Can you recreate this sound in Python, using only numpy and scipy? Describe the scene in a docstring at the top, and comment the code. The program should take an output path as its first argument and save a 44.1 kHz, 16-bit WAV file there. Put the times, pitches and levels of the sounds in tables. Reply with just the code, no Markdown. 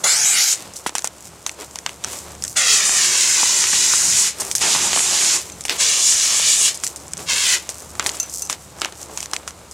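"""A hand extinguisher sprays five bursts at a burning stack of wood in a gravel yard.
Its jet hisses, spits with each slug (small lump) of liquid and bounces off the ground and the logs.
Steam pockets pop in the wood, and a shed wall slaps each pop back. Wet embers sizzle, boots crunch
on the gravel and a metal part clinks. A far engine hums over a low rumble."""
import sys
import numpy as np
from scipy import signal
from scipy.fft import rfft, irfft, next_fast_len
from scipy.io import wavfile
from scipy.ndimage import uniform_filter1d, map_coordinates

SR = 44100
rng = np.random.default_rng(int(sys.argv[2]) if len(sys.argv) > 2 else 0)


def dump(signal):
    """Clip the signal to [-1, 1] and save it as 16-bit WAV at the path in sys.argv[1]."""
    limited = np.clip(np.atleast_2d(signal).T, -1, 1)
    pcm = np.round(limited * 32767).astype(np.int16)
    wavfile.write(sys.argv[1], SR, pcm)


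N = 429093
TIME_S = np.arange(N) / SR
WALL_ECHO_S = .0299

# The valve, one row a burst: opens_s, opening_length_s, shuts_s, closing_length_s
VALVE = [(.035, .007, .53, .042), (2.555, .015, 4.272, .065), (4.595, .02, 5.36, .08),
         (5.765, .045, 6.68, .075), (7.258, .04, 7.545, .07)]
# Tone colour of embers and gravel: pitch_hz, level_db
EMBER_GRAVEL_COLOUR = [(120, -42), (200, -2), (264, -12), (289, -7), (403, -7), (552, -7), (1270, -10.5),
                       (2090, -3.5), (4880, -5.5), (7740, -2.5), (15000, -19), (16500, -34)]
# Short crunches: boots on gravel, and the crunchy tail of the wood pop near 8.82 s:
# middle_s, length_s, grit_db, crunch_db, scuff_db, thud_hz, thud_db
CRUNCHES = [(0.606, 0.073, -71, -61, -52, 480, -57), (1.617, 0.1, -43, -43, -40, 404, -40),
            (1.91, 0.11, -52, -53, -63, 397, -53), (2.113, 0.25, -39, -40, -44, 390, -45),
            (2.276, 0.29, -51, -54, -53, 400, -53), (3.757, .07, -40, -21, -33, 406, -50),
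            (4.462, 0.25, -38, -44.5, -40.5, 394, -43), (4.595, 0.098, -27, -36, -45, 400, -55),
            (5.713, 0.065, -29, -19.5, -30, 396, -48), (5.75, 0.099, -33, -32, -35.5, 400, -55),
            (6.87, 0.09, -45, -48, -54, 398, -55), (7.211, 0.12, -39.5, -46, -39.5, 419, -41),
            (8.066, .18, -40, -42, -38.5, 405, -54), (8.18, 0.35, -53, -46.5, -51, 404, -59),
            (8.526, 0.087, -36, -37, -50, 402, -55), (8.835, 0.056, -52, -37, -44, 404, -55),
            (8.873, .13, -50, -52, -45, 393, -57), (9.025, 0.1, -55, -54, -52, 404, -55),
            (9.14, 0.13, -53, -57, -48, 438, -44), (9.22, .15, -45, -46, -53, 400, -55),
            (9.353, .16, -55, -57, -50, 400, -57)]
# Extra noise as a burst ends: sizzle_db, crunch_db, scuff_db
DOUSED_DB = (-37, -34, -46.5)
# How the background rises and falls: time_s, rumble_db, hum_db
BACKGROUND = [(0, -50, -66), (.55, -51, -66), (.9, -58.5, -59), (2.0, -54, -52.5), (2.35, -48.5, -46),
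              (2.8, -51.5, -70), (3.7, -51.5, -50), (4.1, -41.5, -54.5), (4.45, -51, -53),
              (5.0, -41.5, -57), (5.4, -50.5, -48), (6.25, -49, -59), (6.85, -52, -50.5), (7.3, -51, -49.5),
              (8.4, -53, -51.5), (9.73, -53.5, -50)]


def jet():
    """Swirling gas hisses and roars; the valve and the moving nozzle shape each burst."""
    # Tone colour of the jet: pitch_hz, level_db
    colour = [(120, -26), (200, -11), (264, -18.5), (368, -10.5), (503, -18), (860, -9.5), (1610, -16.5),
              (2010, -13), (4620, -8), (7060, 1.5), (10400, -9), (14800, -27.5), (15600, -32), (16500, -65)]
    # One row a burst: air_db, wash_db (both against the hiss), low_roar_db, nozzle_ring_db
    # (both against the roar), left_minus_right_db
    bursts = [(-13, -21.5, 1.5, -27, 0.13), (-16.5, -21, -1, -20.5, -0.53), (-17.5, -16.5, -2, -16.5, -1.7),
              (-17.5, -22.5, -4.5, -10, 0.16), (-12.5, -18.5, -2, -18, .2)]
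    # The nozzle moves: time_s, hiss_db, roar_db, tone_db (both against the hiss),
    # low_minus_high_hiss_db, ground_delay_ms, ground_strength (0-1)
    nozzle_moves = [(.05, -18.5, -8.5, -24, -5, 1.37, 0.8), (.135, -16.5, -6.5, -25, 7, 1.33, .65),
                    (.2, -19, -9.5, -36, 8, 1.23, 1), (.32, -14.5, -12, -33, -1, 1.24, 0.66),
                    (.39, -15.5, -6, -28, 8, 1.32, 0.7), (.53, -15, -15, -35, -5, 1.26, 0.2),
                    (2.56, -22.5, 3, -21, -5, 1.4, .6), (2.68, -18.5, -2.5, -25, -1, 1.44, 0.8),
                    (2.8, -17.5, -5, -27.5, 0, 1.51, 0.64), (3.25, -16, -5, -26, 3, 1.88, 0.33),
                    (3.6, -16, -8, -47, 0.5, 2.04, 0.48), (4.05, -16, -9.5, -36.5, 2, 2, .05),
                    (4.3, -15.5, -7, -48, -1, 1.9, .27), (4.6, -21.5, -2, -48, -11, 1.6, 0.09),
                    (4.75, -16, -8.5, -48, -2, 1.4, 0), (4.88, -18, -6.5, -48, -2, 1.8, 0.05),
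                    (5.0, -19, -9, -48, -7, 1.43, .1), (5.15, -17.5, -9, -48, -1.5, 1.75, 0.14),
                    (5.4, -17, -7.5, -48, 1, 1.8, .13), (5.8, -20, -0.5, -15, -2, 1.78, 0.53),
                    (6.08, -14.5, -11.5, -46, 1, 1.69, 0.32), (6.3, -15.5, -7.5, -40, 3, 1.66, 0.25),
                    (6.5, -15.5, -6, -41, -7, 1.66, 0.44), (6.7, -16, -6.5, -44, -7, 1.68, 0.67),
                    (7.3, -24, 1, -22, -3, 1.8, 0.76), (7.45, -22.5, -2.5, -27, -9, 1.87, 0.5),
                    (7.53, -19.5, 0, -29, -2, 1.92, 0.4)]
    # Slugs, one row a burst: first_per_s, settled_per_s, settling_s, share_of_flow (0-1)
    sputter = [(620, 410, .08, .3), (670, 375, .11, .34), (450, 350, .3, .08), (630, 315, .13, .32),
               (510, 330, .2, .6)]
    row, open_s, shut_s = valve()
    opens, opening, shuts, closing = np.array(VALVE)[row].T
    air_db, wash_db, low_roar_db, ring_db, pan_db = np.array(bursts)[row].T
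    first, settled, settling, share = np.array(sputter)[row].T
    hiss_db, roar_db, tone_db, tilt_db, ground_ms, ground_strength = curves(nozzle_moves)
    valve_db = -28 * np.clip(1 - open_s / opening, 0, 1) - 25 * shut_s / closing
    level_db = np.where(open_s > 0, hiss_db + valve_db, -200) + 3
    gush = np.exp(-np.abs(open_s) / .17)  # each burst starts heavier in the bass
    pinch = np.exp(-np.maximum(shuts - opens - open_s, 0) / .093)  # the closing valve brightens it
    # The slugs slow down as the pressure settles.
    slugs_per_s = settled + (first - settled) * np.exp(-np.abs(open_s) / settling) - 20 * open_s
    slug_count = np.cumsum(slugs_per_s) / SR
    flow = near_echoes(spitting_flow(slug_count, share), ground_ms, ground_strength)

    surge_db = wobble(14)
    lean_db = tilt_db / 2 + .27 * wobble(7)
    hiss = .51 * shape(flow, colour, 4650, 6620) * undb(surge_db + lean_db + .8 * wobble(25))
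    hiss += .43 * shape(flow, colour, 7030, 10100) * undb(surge_db - lean_db + 3 * wobble(25))
    air = shape(flow, colour, lo_hz=10800) * undb(air_db + 2.5 * pinch + surge_db)
    roar = .73 * shape(flow, colour, 2540, 4720) * undb(surge_db + 2.5 * wobble(25))
    roar += .5 * shape(flow, colour, 1484, 2180) * undb(low_roar_db + surge_db + 1.5 * wobble(25))
    roar += shape(flow, colour, 2880, 3020) * undb(ring_db + 2.4 * wobble(12))  # hollow nozzle ring
    wash = shape(flow, colour, hi_hz=1300) * undb(wash_db + 6.5 * gush + 1.8 * wobble(25))
    tone = sputter_tone(slug_count, gush) * undb(tone_db + 3 * wobble(10))
    # Only hiss and roar are placed left or right; they drift left as a burst dies.
    pan_db = pan_db + 5 * np.minimum(shut_s / closing, 1)
    panned = (hiss + roar * undb(roar_db)) * undb(np.array([pan_db, -pan_db]) / 2)
    return (panned + air + wash + tone) * undb(level_db)


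def valve():
    """For each moment: which burst it is, seconds since the valve opened, seconds since it shut."""
    opens, _, shuts, _ = np.transpose(VALVE)
    row = np.maximum(np.searchsorted(opens, TIME_S) - 1, 0)
    return row, TIME_S - opens[row], np.maximum(TIME_S - shuts[row], 0)


def spitting_flow(slug_count, share):
    """Rushing gas, in which each slug of liquid makes a pressure kick and a short puff of noise."""
    timing, strength = rng.standard_normal((N // 60, 2)).T
    number = np.arange(1, int(slug_count[-1]))
    starts = np.interp(number + .07 * timing[number], slug_count, np.arange(N))
    kicks = np.zeros(N)
    kicks[starts.astype(int)] = undb(2.5 * strength[number])
    puffs = signal.lfilter([1], [1, -np.exp(-1 / (.0003 * SR))], kicks)
    spit = .95 * unit(kicks) + .5 * rng.standard_normal(N) * unit(puffs)
    return np.sqrt(1 - share) * rng.standard_normal(N) + np.sqrt(share) * spit


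def sputter_tone(slug_count, gush):
    """The slugs come fast enough to make a faint note, buzzier as a burst starts."""
    # Overtones in the opening gush: double_pitch_db, triple_pitch_db
    overtones_db = (-3, -6)
    phase = 2 * np.pi * slug_count + 1.2 * wobble(50)
    buzz = sum(undb(db) * np.sin(k * phase) for k, db in zip((2, 3), overtones_db))
    return np.sin(phase) + gush * buzz


def near_echoes(flow, ground_ms, ground_strength):
    """Ground and wood send the jet back as very short echoes that shift as the hand moves."""
    # The nozzle swings past the stack in the first burst and an upside-down echo closes in:
    # time_s, delay_ms, strength (0-1)
    stack_echo = [(.04, .42, .5), (.15, .29, .8), (.3, .2, .7), (.4, .13, .6), (.55, .092, .4),
                  (.6, .08, .1)]
    stack_ms, stack_strength = curves(stack_echo)
    dull = signal.lfilter(*signal.butter(1, 5000, fs=SR), flow)  # gravel scatters the treble away
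    logs = .2 * delayed(flow - dull, .8 + .1 * wobble(8))  # nearby logs return the treble
    ground = ground_strength * delayed(dull, ground_ms + .044 * wobble(30))
    stack = stack_strength * delayed(flow, stack_ms * (1 + .047 * wobble(25)))
    return (flow + logs + ground - stack) / np.sqrt(1 + stack_strength ** 2)


def wood_pops():
    """A steam pocket bursts: the log knocks, snaps and ticks, gas escapes, and the wall echoes."""
    # Pops: start_s, knock_hz, knock_db, snap_db, tick_db, gas_db, echo_db (against snap and tick)
    pops = [(.7372, 900, -60, -45, -22, -33, 5), (0.7586, 900, -58, -31, -27, -21, -25),
            (.8638, 905, -10.5, -15, -14, -14, -3), (.953, 910, -12.5, -10.5, -3.5, -14.5, -1),
            (0.9922, 1630, -29, -20, -11, -58, -6), (1.0445, 880, -16.5, -13.5, -4, -14, -2.5),
            (1.4647, 960, -22.5, -8.5, -8, -20.5, -6), (1.5145, 900, -40, -42, -24, -30, -8),
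            (1.7112, 900, -60, -40, -25, -58, -25), (1.758, 940, -27, -18.5, -13.5, -35, 1),
            (1.8635, 1010, -16.5, -3, -10.5, -32, -11.5), (2.04, 1490, -41, -17, -13, -45, -23),
            (2.046, 1410, -19.5, -15, -4.5, -36, -24), (2.1339, 1210, -30, -26, -26, -58, -7),
            (2.1888, 900, -60, -50, -16.5, -58, -19), (2.3514, 730, -35, -34, -25, -58, -9),
            (2.424, 880, -38, -20, -11, -45, -8), (2.4393, 1690, -28, -27, -2, -58, -20),
            (2.45, 1800, -32, -26, -13, -58, 2), (2.894, 860, -15, -1, -11, -50, -11),
            (3.4319, 945, -9.5, -17, -21, -50, -5), (3.641, 1170, -16.5, -2, -12, -50, -2),
            (3.7315, 1780, -9, -19, -19, -50, -6), (3.9364, 1370, -11, -26, -23, -50, -8),
            (4.4003, 930, -25, -29, -13, -9.5, -20), (4.418, 930, -20.5, -30, -10, -58, -20),
            (4.5142, 894, -40, -10.5, -2, -15.5, -35), (4.5526, 1660, -22, -16, 2, -4, -5),
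            (4.751, 1030, -11, -34, -25, -50, -3), (4.7617, 990, -10.5, -5.5, -18, -50, 0),
            (4.9317, 843, -12, -2, -20, -50, -2), (4.9629, 714, -13, -3, -18, -50, -1),
            (4.9747, 1100, -8.5, -21, -23, -50, -8), (5.005, 900, -16, -22, -30, -50, -20),
            (5.4999, 890, -44, -25, -20, -60, -25), (5.6094, 510, -36, -25, -14, -28, -3),
            (5.617, 900, -60, -40, -23, -58, -18), (5.6529, 875, -22, -8.5, -6, -18, -6),
            (5.696, 1000, -23, 4, -6.5, -27, -26), (6.398, 900, -17, -20, -30, -50, -20),
            (6.745, 520, -38, -37, -11.5, -17, -1.5), (6.722, 900, -50, -35, -17, -26, -20),
            (6.801, 900, -60, -45, -20, -45, -20), (6.8372, 1270, -23, -12.5, -3.5, -11, -1),
            (6.8456, 900, -60, -33, -12, -58, 5), (6.876, 900, -42, -21, -12, -58, -20),
            (6.961, 900, -49, -29, -17, -23, -27), (7.001, 900, -60, -45, -26, -40, -20),
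            (7.081, 900, -60, -47, -20, -34, -13), (7.119, 900, -60, -45, -26, -32, -20),
            (7.135, 1700, -33, -20, -10, -58, -29), (7.171, 894, -45, -26, -20, -31, -24),
            (7.178, 900, -60, -35, -14, -40, -24), (7.193, 910, -49, -23, -28, -29, -25),
            (7.692, 520, -24, -15, -8, -17, -22), (7.9534, 1240, -30, -31, -21, -58, -15),
            (7.9967, 1340, -9, -4.5, -4, -35, -15), (8.063, 890, -15.5, -2, -5, -8, -5.5),
            (8.068, 900, -42, -22, -5, -25, -2), (8.1176, 900, -60, -45, -15, -58, -9),
            (8.1448, 1320, -28, -38, -27, -22, 1), (8.1696, 510, -32, -33, -17, -58, -2),
            (8.297, 900, -60, -42, -16, -27, -25), (8.4635, 900, -60, -54, -19, -58, -5),
            (8.4734, 900, -60, -35, -19, -58, -20), (8.4987, 1090, -17, -12, -3.5, -13, -2),
            (8.8, 900, -60, -47, -23, -45, -11), (8.812, 900, -31, -40, -16, -28, -22),
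            (8.818, 1320, -14.5, -3.5, -11, -38, -1.5), (8.857, 925, -17.5, -25, -15, -58, -22),
            (8.9246, 1800, -34, -26, -22.5, -58, -9), (9.03, 900, -60, -27, -18.5, -58, -10),
            (9.175, 940, -24.5, -16.5, -8, -22, -4), (9.2289, 970, -30, -17.5, -14.5, -23, -1),
            (9.3139, 900, -50, -31, -22, -58, 0), (9.335, 1020, -18.5, -7.5, -8, -17, -0.5),
            (9.4777, 1320, -23, -19, -14.5, -22, -8), (9.713, 900, -60, -49, -20, -30, -20)]
    out, size = np.zeros(N + SR), 2048
    ms = np.arange(size) * 1000 / SR
    for start_s, hz, knock_db, snap_db, tick_db, gas_db, echo_db in pops:
        note = np.sin(2 * np.pi * hz * ms / 1000) * np.exp(1 - ms / .64) * ms / .5
        knock = undb(knock_db) * (note + .84 * puff(size, 166, 2800, 1, 4.1))
        for lag_s, knock_gain, crack_gain in ((0, 1, 1), (WALL_ECHO_S, undb(-14.5), undb(echo_db))):
            snap = undb(snap_db) * puff(size, 1790, 4740, .12, 1)
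            tick = undb(tick_db) * puff(size, 5520, 8300, .36, 1)
            i = int((start_s + lag_s - .0008) * SR)
            out[i:i + size] += knock_gain * knock + crack_gain * (snap + tick)
        low_gas = undb(knock_db - 7.5) * puff(size, 1060, 3400, 5.2, 14)
        high_gas = undb(gas_db) * puff(size, 5000, 9700, 4.9, 9.9)
        i = int(start_s * SR)
        out[i:i + size] += low_gas + high_gas
    return out[:N]


def metal_clinks():
    """A small metal part of the extinguisher rings, and the wall echoes it."""
    # Each clink: start_s, level_db
    clinks = [(5.5194, -26), (8.1997, -5), (8.4206, -11)]
    # The part's notes: pitch_hz, level_db, ring_s (time to fade by 60 dB)
    notes = [(1370, -16, .1), (2700, -15, 0.15), (4165, -19, .28), (4600, -24, 0.093), (6040, 0, 0.2),
             (6346, 9.5, 0.034), (7300, 4, 0.057), (8230, -9, .12), (8200, -29, .11), (9200, -28, .12),
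             (10800, -18, .1), (12230, -15, 0.061), (12800, -15, 0.099)]
    out, t = np.zeros(N), np.arange(SR // 3) / SR
    for start_s, level_db in clinks:
        ring = np.zeros(len(t))
        for hz, note_db, ring_s in notes:
            fade = undb(note_db + 2 * rng.standard_normal()) * 1000 ** (-t / ring_s)
            ring += fade * np.sin(2 * np.pi * (hz * t + rng.random()))
        ring = ring * (1 - np.exp(-t / .00053)) / abs(ring).max()
        ring[:2048] += .78 * puff(2048, 4900, 10300, .61, 3.3)
        for lag_s, echo_db in ((0, 0), (WALL_ECHO_S, -10)):
            i = int((start_s + lag_s) * SR)
            out[i:i + len(t)] += undb(level_db + echo_db) * ring
    return out


def embers(fine_clicks):
    """Wet embers sizzle with tiny clicks over a hiss; the same sound adds grit to each crunch."""
    # Embers flare up: middle_s, length_s, level_db
    flares = [(0, 0.13, -41), (.78, .12, -47), (1, 0.11, -42), (1.5, 0.098, -50), (1.77, 0.28, -52),
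              (2.17, 0.24, -37), (2.48, 0.24, -37), (4.44, 0.22, -37.5), (5.47, 0.1, -41), (5.59, .1, -49),
              (6.87, 0.19, -40), (7.03, .16, -51), (7.25, .16, -44), (7.82, 0.24, -43.5), (7.98, .16, -50),
              (8.18, 0.28, -43), (8.38, 0.3, -35), (8.63, 0.12, -47), (9.02, 0.14, -44), (9.17, 0.21, -44),
              (9.37, 0.11, -51)]
    middle_s, length_s, grit_db = np.transpose(CRUNCHES)[:3]
    sizzle = shape(rng.standard_normal(N) + fine_clicks, EMBER_GRAVEL_COLOUR, lo_hz=5200)
    flaring = undb(-46.5) + swells(*np.transpose(flares))
    return sizzle * (flaring + swells(middle_s, length_s, grit_db) + doused(DOUSED_DB[0]))


def doused(level_db):
    """A jump in level that dies quickly each time the valve shuts."""
    _, _, shut_s = valve()
    return undb(level_db) * (shut_s > 0) * np.exp(-shut_s / .07)


def crunches(fine_clicks):
    """Gravel shifts under boots and the ground gives a hollow thud; one wood pop ends in a crunch too."""
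    middle_s, length_s, _, crunch_db, scuff_db, _, _ = np.transpose(CRUNCHES)
    stones = grains(per_s=400, spread_db=2.2) * undb(3 * wobble(25))
    gravel = rng.standard_normal(N) + .18 * fine_clicks + .39 * stones
    crunch = shape(gravel, EMBER_GRAVEL_COLOUR, 1580, 5140)
    crunch *= undb(-52) + swells(middle_s, length_s, crunch_db) + doused(DOUSED_DB[1])
    scuff = shape(rng.standard_normal(N) + .72 * stones, EMBER_GRAVEL_COLOUR, 253, 1334)
    scuff *= undb(.9 * wobble(15))
    scuff *= undb(-45.5) + swells(middle_s, length_s, scuff_db) + doused(DOUSED_DB[2])
    thuds = np.zeros(N)
    for middle, length, *_, thud_hz, thud_db in CRUNCHES:
        note = np.sqrt(2) * np.sin(2 * np.pi * thud_hz * TIME_S + 1.2 * wobble(40))
        thuds += note * swells([middle - .01], [.6 * length], [thud_db])
    return crunch + scuff + thuds


def engine():
    """A far engine hums on one low, wavering note."""
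    _, hum_db = curves(BACKGROUND)
    pitch_hz = 72 + 2.62 * wobble(6.6)
    return np.sin(2 * np.pi * np.cumsum(pitch_hz) / SR) * undb(hum_db + 1.5 + 2 * wobble(8))


def rumble():
    """Deep noise that swells and sinks."""
    # Tone colour of the rumble: pitch_hz, level_db
    colour = [(12, -44), (20, -12), (48, -11.5), (70, -2), (183, -1.5), (254, -8.5), (320, -3), (420, -34),
              (700, -120)]
    rumble_db, _ = curves(BACKGROUND)
    return shape(rng.standard_normal(N), colour, hi_hz=260) * undb(rumble_db + 4 + 2.2 * wobble(8))


def yard_scatter(mono):
    """Sound scattered around the yard reaches left and right unequally."""
    # How much of the sound differs between the sides: pitch_hz, level_db
    side_colour = [(60, -36), (150, -26), (350, -19.5), (700, -20), (1400, -26), (2800, -22), (5600, -19),
                   (9000, -23), (12000, -46)]
    echoes = rng.standard_normal(1024) * np.exp(-np.arange(1024) / (.011 * SR))
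    echoes /= np.linalg.norm(echoes)
    size = next_fast_len(N + 1024)
    _, gain = colour_gain(side_colour, size)
    side = irfft(rfft(mono, size) * rfft(echoes, size) * gain, size)[:N]
    return np.array([side, -side])


def undb(db):
    """Turn decibels into a gain."""
    return 10 ** (np.asarray(db) / 20)


def unit(x):
    """Scale to an average (rms) level of 1."""
    return x / np.sqrt(np.mean(x ** 2))


def colour_gain(colour, size):
    """The frequencies of a spectrum, and a tone colour's gain at each."""
    freq_hz = np.arange(size // 2 + 1) * SR / size + 1
    hz, db = np.transpose(colour)
    return freq_hz, undb(np.interp(np.log(freq_hz), np.log(hz), db))


def shape(x, colour, lo_hz=0, hi_hz=SR):
    """Give x a tone colour inside a soft-edged band, at an average level of 1."""
    size = next_fast_len(N)
    hz, gain = colour_gain(colour, size)
    gain /= np.sqrt((1 + (lo_hz / hz) ** 12) * (1 + (hz / hi_hz) ** 12))
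    return unit(irfft(rfft(x, size) * gain, size)[:N])


def curves(table):
    """Join timed rows with straight lines, one curve a column."""
    times, *columns = np.transpose(table)
    return [np.interp(TIME_S, times, column) for column in columns]


def swells(middles_s, lengths_s, levels_db):
    """A level curve with one rounded hump for each event."""
    return sum(undb(db) * np.cos(np.pi * np.clip((TIME_S - middle) / length, -.5, .5)) ** 2
               for middle, length, db in zip(middles_s, lengths_s, levels_db))


def wobble(per_s):
    """A smooth random curve of size about 1, with per_s new values a second."""
    hold = int(SR / per_s)
    stairs = np.repeat(rng.standard_normal(N // hold + 1), hold)
    return unit(uniform_filter1d(uniform_filter1d(stairs, hold), hold)[:N])


def delayed(x, ms):
    """x after a moving delay."""
    return map_coordinates(x, [np.arange(N) - ms * SR / 1000], order=3)


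def grains(per_s, spread_db):
    """Clicks at random moments, a few of them large."""
    chance, sign, strength = rng.random((N, 3)).T
    level_db = spread_db * np.minimum(-np.log(1 - strength), 5)
    return unit((chance < per_s / SR) * np.sign(sign - .5) * undb(level_db))


def puff(size, lo_hz, hi_hz, rise_ms, fall_ms):
    """A short band of noise with a peak of about 1."""
    ms = np.arange(size) * 1000 / SR
    noise = rng.standard_normal(size) * (1 - np.exp(-ms / rise_ms)) * np.exp(-ms / fall_ms)
    noise = signal.sosfilt(signal.butter(2, [lo_hz, hi_hz], "band", fs=SR, output="sos"), noise)
    return noise / abs(signal.hilbert(noise)).max()


def scene():
    """All sources sit near the middle, and the yard widens them."""
    stereo = jet() + wood_pops() + metal_clinks()
    fine_clicks = grains(per_s=600, spread_db=3.2) * undb(3.5 * wobble(25))
    stereo += embers(fine_clicks) + crunches(fine_clicks) + rumble() + engine()
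    return stereo + yard_scatter(stereo.mean(axis=0))


def record(dry):
    """Gain control turns loud parts down, peaks are rounded, the deepest bass and top treble are cut."""
    power = signal.lfilter([1 / (.037 * SR)], [1, 1 / (.038 * SR) - 1], np.mean(dry ** 2, axis=0))
    excess_db = np.maximum(10 * np.log10(power + 1e-9) + 25, 0)
    turned_down = dry * undb(-.25 * excess_db)
    rounded = np.tanh(1.4 * turned_down) / 1.4
    bass_cut = signal.lfilter(*signal.butter(2, 35, "high", fs=SR), rounded)
    return signal.sosfilt(signal.ellip(8, .2, 70, 15900, fs=SR, output="sos"), bass_cut)


dry = scene()
out = record(dry)
dump(out)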